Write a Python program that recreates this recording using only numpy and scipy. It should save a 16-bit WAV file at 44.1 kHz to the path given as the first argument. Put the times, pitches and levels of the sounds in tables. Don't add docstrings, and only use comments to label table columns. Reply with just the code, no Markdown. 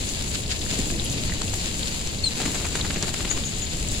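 import sys
import numpy as np
from scipy import signal
from scipy.fft import rfft, irfft
from scipy.io import wavfile
from scipy.ndimage import uniform_filter1d

SR = 44100
rng = np.random.default_rng(int(sys.argv[2]) if len(sys.argv) > 2 else 0)


def put_to_file(sound):
    columns = np.atleast_2d(sound).T
    safe = np.clip(columns, -1, 1)
    whole_steps = np.round(safe * 32767)
    wavfile.write(sys.argv[1], SR, whole_steps.astype(np.int16))


N = 176400
T = np.arange(N) / SR

# t/s, length/s, level/dB, L-R/dB
CHIP_NOTES = [(2.235, 0.019, -21.5, 6), (2.254, 0.037, -21.5, -1)]
# t/s, length/s, f/Hz, level/dB, L-R/dB
THIN_CALLS = [(3.296, 0.028, 6850, -28.5, 1.5), (3.431, 0.063, 6700, -37, -3), (3.6, 0.06, 6900, -40.5, 3)]
# t/s, relative level/dB
WINGBEATS = [(2.403, -26.5), (2.432, -31), (2.46, -26.5), (2.555, -26.5), (2.600, -36), (2.653, -27),
             (2.756, -29), (2.797, -29), (2.85, -30), (2.906, -33), (2.963, -28), (3.032, -26),
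             (3.082, -31.5), (3.141, -32), (3.200, -32), (3.252, -29), (3.314, -30), (3.376, -31)]
# f/Hz, level/dB
FEATHER_SPECTRUM = [(280, 4.5), (550, 1.5), (1100, -1.5), (2300, -0.5), (4000, -4.5), (7000, -11),
                    (15000, -32)]
# centre t/s, sigma/s, level/dB
PUFFS = [(0.733, 0.0091, -30), (0.794, 0.013, -29), (0.87, 0.0024, -26.5), (0.929, 0.0049, -27),
         (2.462, 0.058, -32)]
# centre t/s, sigma/s, level/dB
RUSTLES = [(0.354, 0.011, -28), (0.516, 0.015, -26), (0.712, 0.015, -31.5), (3.95, 0.02, -33.5)]
# f/Hz, level/dB
LITTER_SPECTRUM = [(1100, -6.5), (2500, 2.5), (5000, 2.5), (7000, -5.5), (15000, -26)]
# t/s, level/dB, f/Hz, sigma/oct, decay/s
TWIG_TICKS = [(.663, -30, 1300, .6, .003), (.901, -25.5, 1800, .7, .003), (.997, -24, 3600, .13, 0.0067),
              (1.046, -29, 9800, .24, 0.0071), (1.296, -28, 1100, 0.73, 0.0032),
              (1.321, -26.5, 1820, 0.23, 0.0051), (1.416, -22, 1070, .45, 0.002),
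              (1.418, -23.5, 4500, 0.57, .0028), (1.534, -29.5, 850, 1, .005),
              (1.831, -21, 3520, 0.27, 0.0025), (2.073, -22, 6000, 0.33, 0.0019),
              (2.755, -23, 1240, 0.91, .0022), (2.811, -19, 3650, 0.17, 0.0044),
              (2.906, -23, 2330, 0.75, 0.0053), (3.026, -18, 5200, 0.48, 0.003),
              (3.140, -21, 5000, 0.79, 0.0016)]
# f/Hz, level/dB
HISS_SPECTRUM = [(500, -2.5), (1300, -7.5), (2000, -3), (3000, 1.5), (5000, -.5), (8000, -4),
                 (12000, -12.5), (15500, -16.5)]
# t/s, level/dB
HISS_LEVEL = [(0, -31.5), (.3, -31), (.43, -34), (.63, -32.5), (.79, -30), (.97, -33.5), (1.12, -32),
              (1.5, -32.5), (1.65, -29), (1.74, -32.5), (1.89, -30.5), (2.19, -35), (2.42, -30.5),
              (2.92, -33), (3.25, -31.5), (3.82, -33.5), (4, -30.5)]
# t/s, level/dB
TREBLE_LEVEL = [(.64, -.5), (.73, 0.9), (1.08, 0.5), (1.35, -2.4), (1.6, -0.4), (2.2, -0.46)]
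# f/Hz, level/dB
BREEZE_SPECTRUM = [(45, 0.93), (80, 0), (130, -5), (220, -7.5), (400, -15), (700, -22), (1500, -41.5),
                   (4000, -56)]
# t/s, level/dB
BREEZE_LEVEL = [(.62, -31), (.8, -28), (1.25, -28), (1.6, -31.5), (2.45, -31), (3, -30)]
# f/Hz, level/dB
LEFT_PORT = [(400, 1), (2400, 0), (3300, 0.45), (3950, 3.5), (4750, 2), (5400, -2.5), (6100, 0.5),
             (6500, 7.5), (7400, 11), (7900, 6.5), (8600, -2), (10000, -6.5), (12800, -10.5), (14500, -2)]
# f/Hz, level/dB
RIGHT_PORT = [(400, 0.5), (1200, -2), (2700, 0.5), (3300, -5), (4950, -0.5), (6000, -6), (7800, -3),
              (8700, -5.5), (10150, 8), (11200, 2.5), (13500, -6)]

CHIP_HZ, CHIP_FALL_HZ_PER_S, OCTAVE_DB, BREAK_DB = 4385, 8000, -16.5, -28
THIN_ARCH_RATIO, THIN_WAVER_RATIO = .01, .026
CHIP_ECHO_DB, THIN_ECHO_DB, ECHO_T60_S = -20, -2, 0.36
WING_RISE_S, WING_FALL_S, WHIRR_DB, PUFF_HZ = 0.0063, .011, -5.5, 266
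SPATTER_DB, TREBLE_HZ, FLICKER_DB = -3.5, 5630, 1.27
PATTER_DB, PATTER_SPREAD_DB, PATTER_HZ = -38, 6, 3800
PORT_LAG_S, CUTOFF_HZ = 0.000233, 15750


def birds():
    near, thin = chip(), thin_calls()
    tail = unit(noise() * np.exp(-np.log(1000) * T / ECHO_T60_S)) / np.sqrt(N)
    scattered = undb(CHIP_ECHO_DB) * near + undb(THIN_ECHO_DB) * thin
    return near + thin + signal.fftconvolve(scattered, tail, axes=1)[:, :N]


def chip():
    start_s, first_length_s = CHIP_NOTES[0][:2]
    glide_hz = CHIP_HZ - CHIP_FALL_HZ_PER_S * (T - start_s)
    out = np.zeros((2, N))
    for t_s, length_s, db, pan_db in CHIP_NOTES:
        out += whistle(t_s, length_s, glide_hz, db, pan_db)
        out += whistle(t_s, length_s, 2 * glide_hz, db + OCTAVE_DB, pan_db)
    return out + whistle(start_s + first_length_s / 2, first_length_s, 2 * glide_hz, BREAK_DB, 0)


def thin_calls():
    out = np.zeros((2, N))
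    for t_s, length_s, hz, db, pan_db in THIN_CALLS:
        droop = np.clip(2 * (T - t_s) / length_s - 1, -1, 1) ** 2
        pitch_hz = hz * (1 - THIN_ARCH_RATIO * droop + THIN_WAVER_RATIO * walk(500))
        out += whistle(t_s, length_s, pitch_hz, db, pan_db)
    return out


def whistle(start_s, length_s, hz, db, pan_db):
    progress = np.clip((T - start_s) / length_s, 0, 1)
    phase = 2 * np.pi * np.cumsum(hz) / SR
    tone = np.sqrt(2) * np.sin(np.pi * progress) * np.sin(phase)
    return tone * undb(db + np.array([[pan_db], [-pan_db]]) / 2 + 1.4 * walk(300))


def wings():
    power = sum((undb(db) * np.exp(np.minimum((T - t_s) / WING_RISE_S, (t_s - T) / WING_FALL_S))) ** 2
                for t_s, db in WINGBEATS)
    whirr = undb(WHIRR_DB) ** 2 * np.abs(uniform_filter1d(power, SR // 7))
    feathers = noise(coherence=0.55) * crackle(per_s=1200, spread_db=3.0, decay_s=0.0011)
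    return unit(colour(feathers, FEATHER_SPECTRUM)) * np.sqrt(power + whirr) * undb(1.7)


def puffs():
    spectrum = [(PUFF_HZ / 3, -10), (PUFF_HZ, 0), (PUFF_HZ * 2, -14), (PUFF_HZ * 10, -42)]
    return unit(colour(noise(coherence=0.97), spectrum)) * swells(PUFFS)


def rustles():
    leaves = noise() * crackle(per_s=2500, spread_db=2, decay_s=0.00087)
    return unit(colour(leaves, LITTER_SPECTRUM)) * swells(RUSTLES)


def ticks(rows):
    out, size = np.zeros((2, N)), 2048
    f_hz = np.maximum(np.fft.rfftfreq(size, 1 / SR), 1)
    source = noise(coherence=0.35)
    for t_s, db, hz, sigma_oct, decay_s in rows:
        i = min(int(t_s * SR), N - size)
        band = np.exp(-.5 * (np.log2(f_hz / hz) / sigma_oct) ** 2)
        ring = irfft(rfft(source[:, i:i + size]) * band)
        fade = np.exp(-T[:size] / decay_s)
        out[:, i:i + size] += undb(db) * unit(ring * fade) * np.sqrt(np.mean(fade ** 2))
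    return out


def patter(count):
    times_s = rng.random(count) * N / SR
    scatter = np.clip(rng.standard_normal((count, 2)), -2, 2)
    return ticks([(t_s, PATTER_DB + PATTER_SPREAD_DB * force, PATTER_HZ * 2 ** (0.45 * pitch), .22, .004)
                  for t_s, (force, pitch) in zip(times_s, scatter)])


def hiss(coherence=0.28):
    spatter = noise(coherence, PORT_LAG_S) * crackle(per_s=1100, spread_db=3.9, decay_s=0.0014)
    far = noise(coherence, PORT_LAG_S)
    spray = unit(colour(far + undb(SPATTER_DB) * spatter, HISS_SPECTRUM))
    body = signal.sosfiltfilt(signal.butter(4, TREBLE_HZ, fs=SR, output="sos"), spray)
    treble = (spray - body) * curve(TREBLE_LEVEL)
    return sum(band * undb(FLICKER_DB * walk(45)) for band in (body, treble)) * curve(HISS_LEVEL)


def breeze():
    rumble = unit(colour(noise(coherence=0.87, lag_s=PORT_LAG_S), BREEZE_SPECTRUM))
    return rumble * curve(BREEZE_LEVEL) * undb(0.91 * walk(14))


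def undb(db):
    return 10 ** (np.asarray(db) / 20)


def unit(x):
    return x / np.sqrt(np.mean(x ** 2))


def curve(rows):
    return undb(np.interp(T, *np.array(rows).T))


def swells(rows):
    return sum(undb(db) * np.exp(-.5 * ((T - t_s) / sigma_s) ** 2) for t_s, sigma_s, db in rows)


def colour(x, rows):
    hz, db = np.array(rows).T
    f_hz = np.maximum(np.fft.rfftfreq(N, 1 / SR), 1)
    return irfft(rfft(x) * undb(np.interp(np.log(f_hz), np.log(hz), db)), N)


def walk(rate_hz):
    hold = max(int(SR / rate_hz), 1)
    steps = np.repeat(rng.standard_normal(N // hold + 1), hold)
    return unit(uniform_filter1d(steps, hold)[:N])


def noise(coherence=0, lag_s=0):
    shared = rng.standard_normal(N)
    delay = np.exp(-2j * np.pi * np.fft.rfftfreq(N, 1 / SR) * lag_s)
    pair = np.array([irfft(rfft(shared) * delay, N), shared])
    return np.sqrt(coherence) * pair + np.sqrt(1 - coherence) * rng.standard_normal((2, N))


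def crackle(per_s, spread_db, decay_s):
    strength = undb(spread_db * np.minimum(rng.exponential(size=N), 5))
    power = (rng.random(N) < per_s / SR) * strength ** 2
    return unit(np.sqrt(signal.lfilter([1], [1, -np.exp(-2 / (decay_s * SR))], power)))


def scene():
    background = hiss() + breeze()
    return background + puffs() + wings() + rustles() + ticks(TWIG_TICKS) + patter(count=90) + birds()


def record(dry):
    ports = np.array([colour(dry[0], LEFT_PORT), colour(dry[1], RIGHT_PORT)])
    return signal.sosfilt(signal.ellip(10, .2, 80, CUTOFF_HZ, fs=SR, output="sos"), ports)


dry = scene()
out = record(dry)
put_to_file(out)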